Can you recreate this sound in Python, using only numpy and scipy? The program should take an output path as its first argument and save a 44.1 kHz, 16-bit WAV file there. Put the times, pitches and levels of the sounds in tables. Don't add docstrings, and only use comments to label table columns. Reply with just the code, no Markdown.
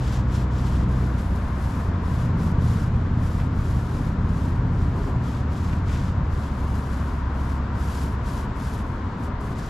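import sys
import numpy as np
from scipy import signal
from scipy.fft import rfft, irfft, next_fast_len
from scipy.io import wavfile

SR = 44100
rng = np.random.default_rng(int(sys.argv[2]) if len(sys.argv) > 2 else 0)


def wav_record(signal):
    frames = np.transpose(np.atleast_2d(signal))
    bounded = np.clip(frames, -1, 1)
    quanta = np.round(bounded * 32767).astype(np.int16)
    wavfile.write(sys.argv[1], SR, quanta)


N = 427329
SLOW_STEP = 40


def brush():
    # f/Hz, level/dB
    swish_tone = [(2000,-21),(4500,1.5),(7500,1),(8500,-2),(11000,1),(12300,-2),(13600,-11.5),(15000,-23)]
    scrub_tone = [(500,-15),(1200,6),(2200,0),(2800,1.5),(3300,2.5),(4000,0),(5100,-0.5),(6000,-3),(7500,-4),(8500,-13.5),(13000,-35)]
    # t/s, relative level/dB, length/s
    rib_catches = [(1.18,-58,0.027),(1.35,-62,.02),(9.236,-57,.012),(9.403,-55,0.013),(9.582,-53,.015),(9.655,-54,.01)]
    swish, scrub = stroke_strength()
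    flutter = from_db(1.1 * drift(rate_hz=24))
    tips = friction(swish_tone, slips_per_s=20000, spread_db=1.5)
    shafts = friction(scrub_tone, slips_per_s=14000, spread_db=0.5)
    strokes = tips * swish * from_db(4.5) + shafts * scrub * from_db(1.5)
    flicks = (tips + shafts) * bursts(rib_catches, rise_s=.002)
    return strokes * flutter + from_db(-5) * flicks


def stroke_strength():
    # fastest at t/s, time before/s, time after/s, relative swish/dB, relative scrub/dB
    sweeps = [(.11,.16,0.14,-60.5,-46),(.36,0.1,0.12,-60.5,-48),(.66,0.18,.22,-62,-49.5),(1.0,0.17,0.23,-64.5,-55),
              (1.22,0.13,0.51,-65,-61),(1.7,0.19,.23,-61.5,-56),(2.19,.21,0.14,-62.5,-54),(2.45,0.11,.11,-60,-52),
              (2.77,.21,0.15,-59,-50.5),(2.96,0.11,0.1,-75,-63),(3.29,0.14,0.22,-61.5,-53.5),(3.71,0.21,.27,-62,-55),
              (4.02,0.21,0.16,-63.5,-55.5),(4.37,0.14,0.25,-65,-55.5),(4.84,0.15,0.13,-69,-57.5),(5.04,0.14,0.14,-66,-55.5),
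              (5.29,0.11,.17,-63.5,-52),(5.58,0.12,0.26,-63.5,-52),(5.93,0.11,0.22,-62.5,-49),(6.38,0.12,0.2,-64.5,-55),
              (6.82,0.35,.43,-62.5,-55.5),(7.48,0.18,.14,-63.5,-56.5),(8.0,0.28,.13,-56,-49.5),(8.13,0.078,0.054,-61,-60),
              (8.34,0.13,0.15,-56.5,-50),(8.67,0.14,0.19,-57,-51.5),(8.87,.1,0.16,-71,-71),(9.26,0.11,0.066,-64,-60),
              (9.52,.15,0.06,-63,-59),(9.62,0.1,.19,-63,-51)]
    t = np.arange(0, N, SLOW_STEP) / SR
    touching = (t < 9.29) | (t > 9.40)
    swish, scrub = from_db(-84) * touching, from_db(-63) * touching
    for fastest_s, rise_s, fall_s, swish_db, scrub_db in sweeps:
        speed = hand_speed(t, fastest_s, rise_s, fall_s)
        swish = np.hypot(swish, from_db(swish_db) * speed)
        scrub = np.hypot(scrub, from_db(scrub_db) * speed ** 0.85)
    return in_time(np.column_stack([t, swish, scrub]))


def hand_speed(t, fastest_s, rise_s, fall_s, turn_s=0.049, arch_db=7.5):
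    start_s, end_s = fastest_s - rise_s, fastest_s + fall_s
    from_turn_s = np.minimum(t - start_s, end_s - t).clip(0)
    moving = 1 - np.exp(-(from_turn_s / turn_s) ** 2)
    off_peak = np.interp(t, [start_s, fastest_s, end_s], [1, 0, 1])
    return moving * from_db(-arch_db * off_peak ** 2)


def rubber_bumps():
    # f/Hz, level/dB
    rubber_tone = [(120,-19),(250,-4),(370,0),(550,-9),(1100,-8.5),(2000,-38),(5000,-53)]
    # t/s, relative level/dB, length/s
    bumps = [(4.42,-42,0.039),(4.70,-36,0.055),(4.94,-32,0.079),(5.055,-30.5,0.055),(5.71,-38,.03)]
    thud = friction(rubber_tone, slips_per_s=5000, spread_db=3.5)
    return from_db(-1.5) * thud * bursts(bumps, rise_s=.015)


def shoe_scuffs():
    # f/Hz, level/dB
    grit_tone = [(600,1),(1500,8),(2300,8.5),(3200,2),(4500,-8),(9000,-20)]
    # t/s, relative level/dB, length/s
    scuffs = [(3.385,-50,.035),(5.685,-46,.015),(5.726,-40.5,0.011),(5.88,-49,0.063),(5.94,-56,.05)]
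    crunch = friction(grit_tone, slips_per_s=2500, spread_db=7)
    return from_db(4) * crunch * bursts(scuffs, rise_s=.003)


def friction(tone, slips_per_s, spread_db):
    # f/Hz, side minus mid/dB
    width = [(300,-16),(2000,-6),(5000,-11.5),(7500,-6.5),(10000,-13),(12500,-2.5)]
    # f/Hz, left minus right/dB
    balance = [(500,2.4),(4000,.5),(8000,1.5),(12000,2.9)]
    slipping = rng.random((2, N)) < slips_per_s / SR
    clicks = slipping * rng.standard_normal((2, N))
    sizes = from_db(spread_db * rng.standard_normal((2, N)).clip(-2, 2))
    return shape_stereo(clicks * sizes, tone, width, balance)


def deep_engine():
    # t/s, crank turns/Hz
    crank = [(0,18.5),(.6,18.25),(1.6,17.6),(2.5,17.05),(3.6,16.75),(4.1,16.8),(4.5,17.25),(5.5,18.1),(6,18.45),(7.3,18.4)]
    # multiple of the crank speed, relative level/dB
    notes = [(2,-9),(3,-15),(4,-10),(5,0),(6,-18),(7,-4.5),(8,-15),(9,-5.5),(10,-7.5),(12,-17),(13,-15),(15,-20)]
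    # t/s, gain of the higher notes/dB
    load = [(0,-2),(1.9,-5.5),(2.4,1.5),(3.3,-2.5),(4.5,-0.5),(5.3,-7),(7.3,-5)]
    # t/s, level/dB
    loudness = [(0,-46),(.6,-32.5),(1.5,-31),(2.6,-24.5),(3.7,-27.5),(4.7,-26.5),(5.4,-31.5),(6.0,-29.5),(7.3,-45)]
    (crank_hz,), (upper_db,), (level_db,) = in_time(crank), in_time(load), in_time(loudness)
    return from_db(level_db) * exhaust(crank_hz, notes, upper_db, upper_above=7, waver_db=1.24)


def droning_engine():
    # t/s, firings/Hz
    firing = [(0,62.6),(1.4,61.7),(3.5,60.7),(4.6,58),(5.1,65),(5.5,72),(5.9,73),(6.5,70.5),(7.5,68),(9.69,67.3)]
    # multiple of the firing rate, relative level/dB
    notes = [(1,0),(2,0),(3,-7.5),(4,-21),(5,-16),(6,-23),(7,-26),(8,-23)]
    # t/s, level/dB, gain of the higher notes/dB
    loudness = [(0,-27,-2),(1,-24,-2.5),(1.35,-28,-7),(1.9,-28.5,-6.5),(2.4,-38.5,7),(4.6,-36.5,-4),(5.3,-30,-14),(7.5,-27.5,-15.5),(8.3,-29.5,-8),(9.69,-45,-10)]
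    (firing_hz,), (level_db, upper_db) = in_time(firing), in_time(loudness)
    return from_db(level_db) * exhaust(firing_hz, notes, upper_db, upper_above=1, waver_db=0.16)


def exhaust(speed_hz, notes, upper_db, upper_above, waver_db):
    unsteady_hz = speed_hz * (1 + .002 * drift(rate_hz=6))
    phase = 2 * np.pi * np.cumsum(unsteady_hz) / SR
    sound = np.zeros(N)
    for multiple, level_db in notes:
        gain = from_db(level_db + upper_db * (multiple > upper_above) + waver_db * drift(rate_hz=1.6))
        sound -= gain * np.sqrt(2) * np.cos(multiple * phase + rng.normal(0, 1.2))
    return sound


def traffic():
    # f/Hz, level/dB
    rumble_tone = [(12,-22),(20,-9),(32,-1),(55,2.5),(110,1),(150,-5.5),(220,-11),(330,-26.5),(700,-46.5),(3000,-83)]
    growl_tone = [(80,-17.5),(160,-2.5),(215,0.5),(280,-2),(325,-9.5),(380,-9),(480,-13.5),(650,-19.5),(1200,-29),(3000,-74)]
    roar_tone = [(200,-20),(500,-1),(700,2.5),(850,0.5),(1100,2),(1500,-1),(2000,-8),(2700,-15),(4500,-23),(7000,-33.5),(9000,-44),(14000,-53)]
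    ring_tone = [(600,-37),(850,-16),(905,0),(1000,0.5),(1100,-3),(1250,-8.5),(1400,-9.5),(1700,-14.5),(2500,-40),(6000,-63)]
    # t/s, level/dB
    rumble_level = [(0,-25.5),(1.2,-29.5),(2.4,-27.5),(4.3,-27.5),(5.2,-25),(6.4,-27.5),(8.4,-28),(9.69,-29)]
    growl_level = [(0,-36),(.9,-32),(1.6,-35),(2.4,-32),(3.3,-33.5),(4.7,-32.5),(6.2,-34),(9.69,-34.5)]
    roar_level = [(0,-40),(2.3,-39),(3.2,-40.5),(6,-40.5),(7.7,-39.5),(9.69,-40.5)]
    ring_level = [(0,-45.5),(2.4,-42),(3.1,-44.5),(6,-43.5),(7.5,-40.5),(9.69,-42)]
    rumble = road_noise(rumble_tone, rumble_level)
    growl = road_noise(growl_tone, growl_level) * from_db(0.74 * drift(rate_hz=13))
    roar = road_noise(roar_tone, roar_level)
    ring = road_noise(ring_tone, ring_level)
    return rumble + growl + roar + ring


def road_noise(tone, swells):
    # f/Hz, side minus mid/dB
    width = [(25,-32),(65,-55),(140,-36),(280,-24.5),(500,-10.5),(1000,-7),(2000,-6),(4000,-2.5),(10000,0)]
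    # f/Hz, left minus right/dB
    balance = [(70,0),(125,.6),(250,1.7),(500,2.8),(750,3.2),(1000,4.9),(2000,2.0),(5000,.7)]
    noise = rng.standard_normal((2, N))
    return shape_stereo(noise, tone, width, balance) * from_db(in_time(swells))


def shape_stereo(noises, tone, width, balance):
    size = next_fast_len(N)
    hz = np.arange(size // 2 + 1) * SR / size
    mid, side = rfft(noises, size) * from_db(at_hz(tone, hz))
    left_right = np.array([[1], [-1]])
    pair = mid + side * left_right * from_db(at_hz(width, hz))
    pair *= from_db(left_right * at_hz(balance, hz) / 2)
    return rms_one(irfft(pair, size)[:, :N])


def bursts(contacts, rise_s):
    curve, t = np.zeros(N), np.arange(SR // 2) / SR
    for start_s, level_db, length_s in contacts:
        start = int(start_s * SR)
        rise = 1 - np.exp(-t / rise_s)
        fade = np.exp(-(t / length_s) ** 2 / 2)
        curve[start:start + len(t)] += (from_db(level_db) * rise * fade)[:N - start]
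    return curve


def drift(rate_hz):
    pole = np.exp(-2 * np.pi * rate_hz * SLOW_STEP / SR)
    warm_up = 2000
    noise = rng.standard_normal(N // SLOW_STEP + 2 + warm_up)
    slow = signal.lfilter([1], [1, -2 * pole, pole * pole], noise)[warm_up:]
    return np.interp(np.arange(N) / SLOW_STEP, np.arange(len(slow)), rms_one(slow))


def in_time(rows):
    times, *columns = np.transpose(rows)
    return [np.interp(np.arange(N) / SR, times, column) for column in columns]


def at_hz(points, hz):
    frequencies, values = np.transpose(points)
    return np.interp(np.log(hz + 1), np.log(frequencies), values)


def from_db(db):
    return 10 ** (np.asarray(db) / 20)


def rms_one(x):
    return x / np.sqrt(np.mean(x ** 2) + 1e-20)


def scene():
    background = traffic() + deep_engine() + droning_engine()
    return background + brush() + rubber_bumps() + shoe_scuffs()


def record(dry):
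    cutoff_hz = 13700
    return signal.sosfilt(signal.ellip(10, .2, 80, cutoff_hz, fs=SR, output="sos"), dry)


dry = scene()
out = record(dry)
wav_record(out)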